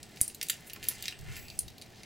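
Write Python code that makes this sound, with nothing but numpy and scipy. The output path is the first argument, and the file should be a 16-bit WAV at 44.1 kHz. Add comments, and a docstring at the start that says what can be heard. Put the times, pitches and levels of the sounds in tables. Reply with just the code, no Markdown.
"""Prying open a cactus

Gloved hands pry a cut cactus open on a table, close to the microphone. Moist pulp crackles under
the rubbing gloves, fibres crack in bursts of tiny ruptures, and stiff spines snap or are flicked
into a bright, damped ring. The table and a small room reflect the clicks and crackle, while air
nudges the microphone over low room noise, mains hum and a faint whine."""
import sys
import numpy as np
from scipy import signal
from scipy.fft import rfft, irfft, next_fast_len
from scipy.io import wavfile

SR = 44100
rng = np.random.default_rng(int(sys.argv[2]) if len(sys.argv) > 2 else 0)


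def int16_out(signal):
    """Quantize to a 16-bit WAV file."""
    q = np.round(np.clip(np.atleast_2d(signal).T, -1, 1) * 32767)
    wavfile.write(sys.argv[1], SR, q.astype(np.int16))


N = 90404


def undb(db):
    """Amplitude grows tenfold for every 20 dB."""
    return 10 ** (np.asarray(db) / 20)


def unit(x):
    """Normalisation to an rms of 1."""
    return x / np.sqrt(np.mean(x ** 2) + 1e-20)


def burst(x, db):
    """Equal energy: scale a click to match 5 ms of steady sound at this level."""
    return x * undb(db) * np.sqrt(.005 * SR / np.sum(x ** 2))


def band(x, lo_hz, hi_hz, order=3):
    """Causal band-pass filtering."""
    sos = signal.butter(order, [lo_hz, min(hi_hz, SR / 2 - 1)], "band", fs=SR, output="sos")
    return signal.sosfilt(sos, x)


def colour(x, points):
    """Minimum-phase filtering through (Hz, dB) points: folding the cepstrum makes it causal."""
    hz, db = np.array(points, float).T
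    size = 2 * next_fast_len(len(x))
    bin_hz = np.arange(size // 2 + 1) * SR / size
    gain = undb(np.interp(np.log(bin_hz + 1), np.log(hz), db))
    cepstrum = irfft(np.log(gain))
    cepstrum[1:size // 2] *= 2
    cepstrum[size // 2 + 1:] = 0
    return irfft(rfft(x, size) * np.exp(rfft(cepstrum)))[:len(x)]


def envelope(rows, column=1):
    """Gain over time, interpolated in decibels between rows of (seconds, dB, ..)."""
    rows = np.array(rows)
    return undb(np.interp(np.arange(N) / SR, rows[:, 0], rows[:, column]))


def decay(t, t60):
    """Exponential damping: a fall of 60 dB in t60 seconds."""
    return np.exp(-np.log(1000) * t / t60)


def add(out, start_s, x):
    """Superposition: mix x in from start_s."""
    k = max(int(start_s * SR), 0)
    out[k:k + len(x)] += x[:max(N - k, 0)]


CLICK_MS = np.arange(1024) * 1000 / SR  # time axis of one click

# Spectrum of the room noise. 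Each row: frequency in Hz, gain in dB.
ROOM_NOISE_SPECTRUM = [(15, -7), (25, -5.5), (60, -3.5), (120, 0.5), (200, -0.5), (300, -5), (430, -5),
                       (510, -12), (750, -7), (950, -17), (1300, -19.5), (2200, -17), (4500, -18.5),
                       (8000, -27), (12000, -31), (16000, -31)]
# Its stereo side signal. Each row: frequency in Hz, gain relative to the mid in dB.
SIDE_SPECTRUM = [(30, -8), (100, -20.5), (300, -6.5), (1000, -8.5), (4000, -18.5), (15000, -6.5)]
# Narrow bands of the whine. Each row: centre in Hz, level in dB before the swell.
WHINE_BANDS = [(7795, -69), (8161, -68)]
# Swell of the whine. Each row: time in seconds, gain in dB.
WHINE_SWELL = [(.16, -5), (.25, -9), (.92, -15), (.99, 3), (1.3, -6), (1.6, -16), (1.7, -20)]
def background(noise_db=-55, hum_hz=118.9, hum_db=-67.5, whine_width_hz=79):
    """Broadband room noise and mains hum; noise in narrow bands is heard as a pitched whine."""
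    t = np.arange(N) / SR
    mid, side = (unit(colour(rng.standard_normal(N), ROOM_NOISE_SPECTRUM)) for _ in range(2))
    noise = mid + colour(side, SIDE_SPECTRUM) * np.array([[1], [-1]])
    tones = undb(hum_db) * unit(np.sin(2 * np.pi * hum_hz * t))
    for hz, db in WHINE_BANDS:
        whine = band(rng.standard_normal(N), hz - whine_width_hz / 2, hz + whine_width_hz / 2, order=1)
        tones += undb(db) * envelope(WHINE_SWELL) * unit(whine)
    return undb(noise_db) * noise + tones


# Strength of the air on the microphone. Each row: time in seconds, level in dB.
DRAUGHT_LEVELS = [(0, -60), (.4, -85), (.7, -68), (.85, -58.5), (1.17, -61.5), (1.21, -44.5), (1.26, -48.5),
                  (1.305, -39), (1.34, -47), (1.5, -56), (1.68, -50.5), (1.76, -63), (2.05, -73)]
# Spectrum of its rumble. Each row: frequency in Hz, gain in dB.
DRAUGHT_SPECTRUM = [(15, -3), (35, -6.5), (70, 4.5), (120, 2), (200, -9.5), (500, -42), (2000, -85)]
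def draught():
    """Air stirs at each microphone port on its own, so the two channels rumble incoherently."""
    rumble = np.array([unit(colour(rng.standard_normal(N), DRAUGHT_SPECTRUM)) for _ in range(2)])
    return rumble * envelope(DRAUGHT_LEVELS)


def grains(per_s, spread_db=3.5):
    """Shot noise: independent tiny clicks, a few much larger than the rest."""
    size = undb(spread_db * np.minimum(rng.exponential(size=N), 5))
    return (rng.random(N) < per_s / SR) * size * rng.choice([-1, 1], N)


# Work of the hands. Each row: time in seconds, pulp level and glove level in dB before their trims.
HANDLING_LEVELS = [(0.0, -66, -82), (0.24, -61, -49), (0.38, -73, -68), (0.5, -57, -49), (0.62, -61, -63.5),
                   (0.79, -62.5, -63.5), (0.92, -50.5, -48), (0.98, -55.5, -56), (1.1, -58.5, -50.5),
                   (1.17, -61, -77.5), (1.36, -50, -49.5), (1.48, -62.5, -68.5), (1.59, -84, -56),
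                   (1.8, -70.5, -94), (2.05, -62, -66)]
# Spectra of moist pulp, rubbing gloves and small fibres parting. Each row: frequency in Hz, gain in dB.
PULP_SPECTRUM = [(700, -2), (1200, -3), (1800, 9), (2600, 5.5), (3500, 1.5), (5000, -4.5), (9000, -29)]
GLOVE_SPECTRUM = [(2000, -28), (3300, -21), (4600, 4.5), (7000, 5), (9000, 1), (15000, -6.5)]
TICK_SPECTRUM = [(900, -19), (2500, -1.5), (5000, 3.5), (9000, -3.5), (15000, -4)]
# Squeezes and rubs. Each row: peak time and length in seconds, peak level in dB, centre and width in Hz.
SQUEEZE_SWELLS = [(0.125, 0.021, -62, 3500, 3000), (.68, 0.032, -56.5, 11100, 7100),
                  (0.765, 0.016, -56.5, 1340, 500), (0.835, .08, -60.5, 404, 296),
                  (0.845, 0.046, -59, 2300, 1190), (1.058, 0.12, -52, 3200, 1390),
                  (1.311, 0.077, -55, 2100, 1400), (1.381, 0.02, -53, 2030, 1120),
                  (1.491, 0.12, -60, 2510, 400), (1.975, 0.061, -60, 4500, 3030)]
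def rustle(pulp_per_s=1200, glove_per_s=1500, ticks_per_s=45,
           pulp_trim_db=-0.5, glove_trim_db=-2, ticks_db=-65.5):
    """Dense impulses from pulp and glove friction fuse into crackle; sparse fibre ticks stay distinct."""
    pulp = unit(colour(grains(pulp_per_s), PULP_SPECTRUM)) * envelope(HANDLING_LEVELS, column=1)
    gloves = unit(colour(grains(glove_per_s), GLOVE_SPECTRUM)) * envelope(HANDLING_LEVELS, column=2)
    ticks = unit(colour(grains(ticks_per_s), TICK_SPECTRUM))
    out = pulp * undb(pulp_trim_db) + gloves * undb(glove_trim_db) + ticks * undb(ticks_db)
    t = np.arange(N) / SR
    for peak_s, length_s, db, hz, width in SQUEEZE_SWELLS:
        crackle = band(grains(pulp_per_s), max(hz - width / 2, 100), hz + width / 2, order=2)
        swell = np.exp(-2 * ((t - peak_s) / length_s) ** 2)
        out += unit(crackle) * undb(db) * swell
    return out


def fracture(decay_ms, rise_ms=0.11, break_db=-3):
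    """Fracture releases stress as one impulse and a dying run of tiny ruptures."""
    shape = np.exp(-CLICK_MS / decay_ms) * (1 - np.exp(-CLICK_MS / rise_ms))
    ruptures = unit(rng.standard_normal(len(shape)) * shape)
    first_break = unit(signal.unit_impulse(len(shape), 6))
    return ruptures + undb(break_db) * first_break


# Woody modes of the cactus. Each row: frequency in Hz, bandwidth in Hz, gain in dB.
BODY_MODES = [(2530, 390, 2), (2860, 180, -1.5), (3784, 450, 1), (4605, 280, 7)]
def cactus_body(x):
    """Resonance: the body reinforces sound near its natural frequencies."""
    return x + sum(undb(db) * signal.lfilter(*signal.iirpeak(hz, hz / width, fs=SR), x)
                   for hz, width, db in BODY_MODES)


# Fibres giving way. Each row: start in seconds, then level in dB over 5 ms in each of the four bands.
FIBRE_CRACKS = [(0.0296, -56, -48, -47, -58), (0.1714, -51, -51, -59, -67), (0.2069, -46, -53, -51, -51),
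                (0.2997, -55, -52, -57, -58), (0.3468, -68, -49, -46, -47), (0.4132, -38, -34, -42, -51),
                (0.4277, -44, -41, -39, -42), (0.4296, -48, -42, -39, -35), (0.4674, -60, -52, -50, -61),
                (0.4855, -52, -45, -39, -42), (0.4979, -33, -29, -29, -33), (0.5013, -44, -41, -32, -32),
                (0.5303, -46, -58, -57, -55), (0.698, -49, -50, -51, -53), (0.7033, -51, -53, -57, -66),
                (0.7332, -50, -48, -51, -39), (0.761, -48, -51, -57, -63), (0.8284, -44, -46, -52, -56),
                (0.8335, -51, -51, -48, -55), (0.8405, -46, -47, -48, -48), (0.8507, -47, -48, -56, -50),
                (0.8681, -64, -49, -58, -57), (0.9523, -56, -54, -54, -68), (1.0247, -54, -41, -42, -41),
                (1.0395, -50, -48, -61, -69), (1.0488, -58, -54, -60, -63), (1.056, -41, -37, -47, -52),
                (1.0718, -48, -58, -65, -71), (1.0814, -37, -31, -42, -47), (1.1244, -42, -54, -67, -64),
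                (1.3663, -46, -51, -52, -50), (1.4829, -54, -48, -56, -71), (1.5009, -61, -43, -55, -63),
                (1.6041, -73, -63, -43, -61), (1.6809, -61, -46, -57, -57), (1.7817, -61, -51, -59, -57),
                (1.8144, -65, -48, -56, -58), (1.8213, -55, -47, -50, -70), (2.0334, -52, -49, -55, -64)]
# Bands of a crack. Each row: lower edge in Hz, upper edge in Hz.
FIBRE_BANDS = [(1600, 3200), (3200, 6400), (6400, 11000), (11000, 16000)]
# Damping of a crack. Each entry: time constant of one band in milliseconds.
FIBRE_DECAYS = [1.06, 1.6, 2, 1.4]
def fibre_cracks(knock_db=-18, knock_decay_ms=2.5):
    """Impulsive excitation: each breaking fibre drives the body's modes over a dull knock of the flesh."""
    out = np.zeros(N)
    for start_s, *levels in FIBRE_CRACKS:
        for (lo, hi), db, decay_ms in zip(FIBRE_BANDS, levels, FIBRE_DECAYS):
            crack = band(fracture(decay_ms), lo, hi, order=4)
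            add(out, start_s, burst(cactus_body(crack), db))
        knock = band(fracture(knock_decay_ms), lo_hz=1090, hi_hz=1810)
        add(out, start_s, burst(knock, levels[0] + knock_db))
    return out


# Breaking spines. Each row: start in seconds, ring level in dB over 5 ms, ring frequency in Hz,
# ring decay in milliseconds, splinter level in dB relative to the ring, splinter decay in milliseconds.
SPINE_SNAPS = [(.2136, -18, 8950, 1, -8, 1.3), (.2792, -32.5, 9100, 0.9, -11, 2.2),
               (0.886, -23, 11220, 1, -3, 2.2), (1.5906, -24.5, 9570, 1, -8, 1.3)]
# Spectrum of the splintering. Each row: frequency in Hz, gain in dB.
SPLINTER_SPECTRUM = [(300, -13), (1100, -40), (2300, -18.5), (4500, -1), (6000, -5), (9000, -2.5),
                     (12000, 2), (15000, 3.5), (17000, -48)]
def spine_snaps(rise_ms=0.08, wobble_depth=0.085, wobble_period_ms=0.96, upper_ratio=1.1, upper_db=-12):
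    """Sudden release: a spine splinters broadly and excites two damped modes of wavering pitch."""
    out = np.zeros(N)
    wobble = 1 + wobble_depth * np.sin(2 * np.pi * CLICK_MS / wobble_period_ms)
    for start_s, db, hz, ring_ms, splinter_db, splinter_ms in SPINE_SNAPS:
        phase = 2 * np.pi * np.cumsum(hz * wobble) / SR
        modes = np.sin(phase) + undb(upper_db) * np.sin(upper_ratio * phase)
        ring = modes * np.exp(-CLICK_MS / ring_ms) * (1 - np.exp(-CLICK_MS / rise_ms))
        splinter = colour(fracture(splinter_ms), SPLINTER_SPECTRUM)
        add(out, start_s, burst(ring, db) + burst(splinter, db + splinter_db))
    return out


def microphone_jolt(lag_ms=0.82, peak_db=-29, rise_ms=1.03):
    """The first snap jolts the microphone: one critically damped pulse, alike in both channels."""
    out, age = np.zeros(N), CLICK_MS / rise_ms
    add(out, SPINE_SNAPS[0][0] + lag_ms / 1000, -undb(peak_db) * age * np.exp(1 - age))
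    return out


# Modes of a flicked spine. Each row: frequency in Hz, initial level in dB, time to fall 60 dB in seconds.
FLICK_MODES = [(14400, -48, 0.65), (7830, -58, 1), (15731, -56, .4)]
def spine_flick(start_s=1.366):
    """Free vibration: one spine slips off a glove and rings thinly at its natural frequencies."""
    out, t = np.zeros(N), np.arange(N) / SR
    for hz, db, t60 in FLICK_MODES:
        add(out, start_s, undb(db) * np.sin(2 * np.pi * hz * t) * decay(t, t60))
    return out


# Echoes from table and hands. Each row: delay in milliseconds, gain in dB relative to the direct sound.
NEAR_REFLECTIONS = [(.93, -18.5), (1.9, -44.5), (2.9, -6), (8.2, -26), (9.2, -19)]
# Decay of the room. Each row: frequency in Hz, reverberation time in seconds.
REVERB_TIMES = [(1500, 0.18), (4000, 0.15), (10000, 0.12), (16000, 0.099)]
def room(x, early_db=-8.5, early_t60_s=0.055, tail_db=-11.5, side_gain=0.41, balance_db=-0.5):
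    """Convolution with an impulse response: direct sound, near reflections, then a short diffuse tail."""
    t = np.arange(SR // 2) / SR
    near = signal.unit_impulse(len(t))
    for ms, db in NEAR_REFLECTIONS:
        near[int(ms * SR / 1000)] += undb(db)
    near /= np.sqrt(np.sum(near ** 2))
    hz, t60 = np.array(REVERB_TIMES).T
    edges_hz = np.geomspace(300, 18000, 9)
    tail = sum(band(rng.standard_normal((2, len(t))), lo, hi) * decay(t, np.interp(lo, hz, t60))
               for lo, hi in zip(edges_hz, edges_hz[1:]))
    tail *= 1 - np.exp(-t / 0.0072)  # the diffuse field takes time to build
    early = rng.standard_normal((2, len(t))) * decay(t, early_t60_s) * (1 - np.exp(-t / 0.00039))
    mid, side = (undb(tail_db) * unit(tail) + undb(early_db) * unit(early)) / np.sqrt(len(t))
    responses = [near * undb(sign * balance_db / 2) + mid + sign * side_gain * side for sign in (1, -1)]
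    return np.array([signal.fftconvolve(x, response)[:N] for response in responses])


def scene():
    """Superposition: rustle, cracks and snaps pass through the room; the other sounds add directly."""
    ambience = background() + draught()
    cactus = rustle() + fibre_cracks() + spine_snaps()
    return ambience + room(cactus) + microphone_jolt() + spine_flick()


def record(dry, cutoff_hz=16000):
    """Band limiting: the recorder's steep low-pass filter removes the highest treble."""
    return signal.sosfilt(signal.ellip(8, .2, 70, cutoff_hz, fs=SR, output="sos"), dry)


dry = scene()
out = record(dry)
int16_out(out)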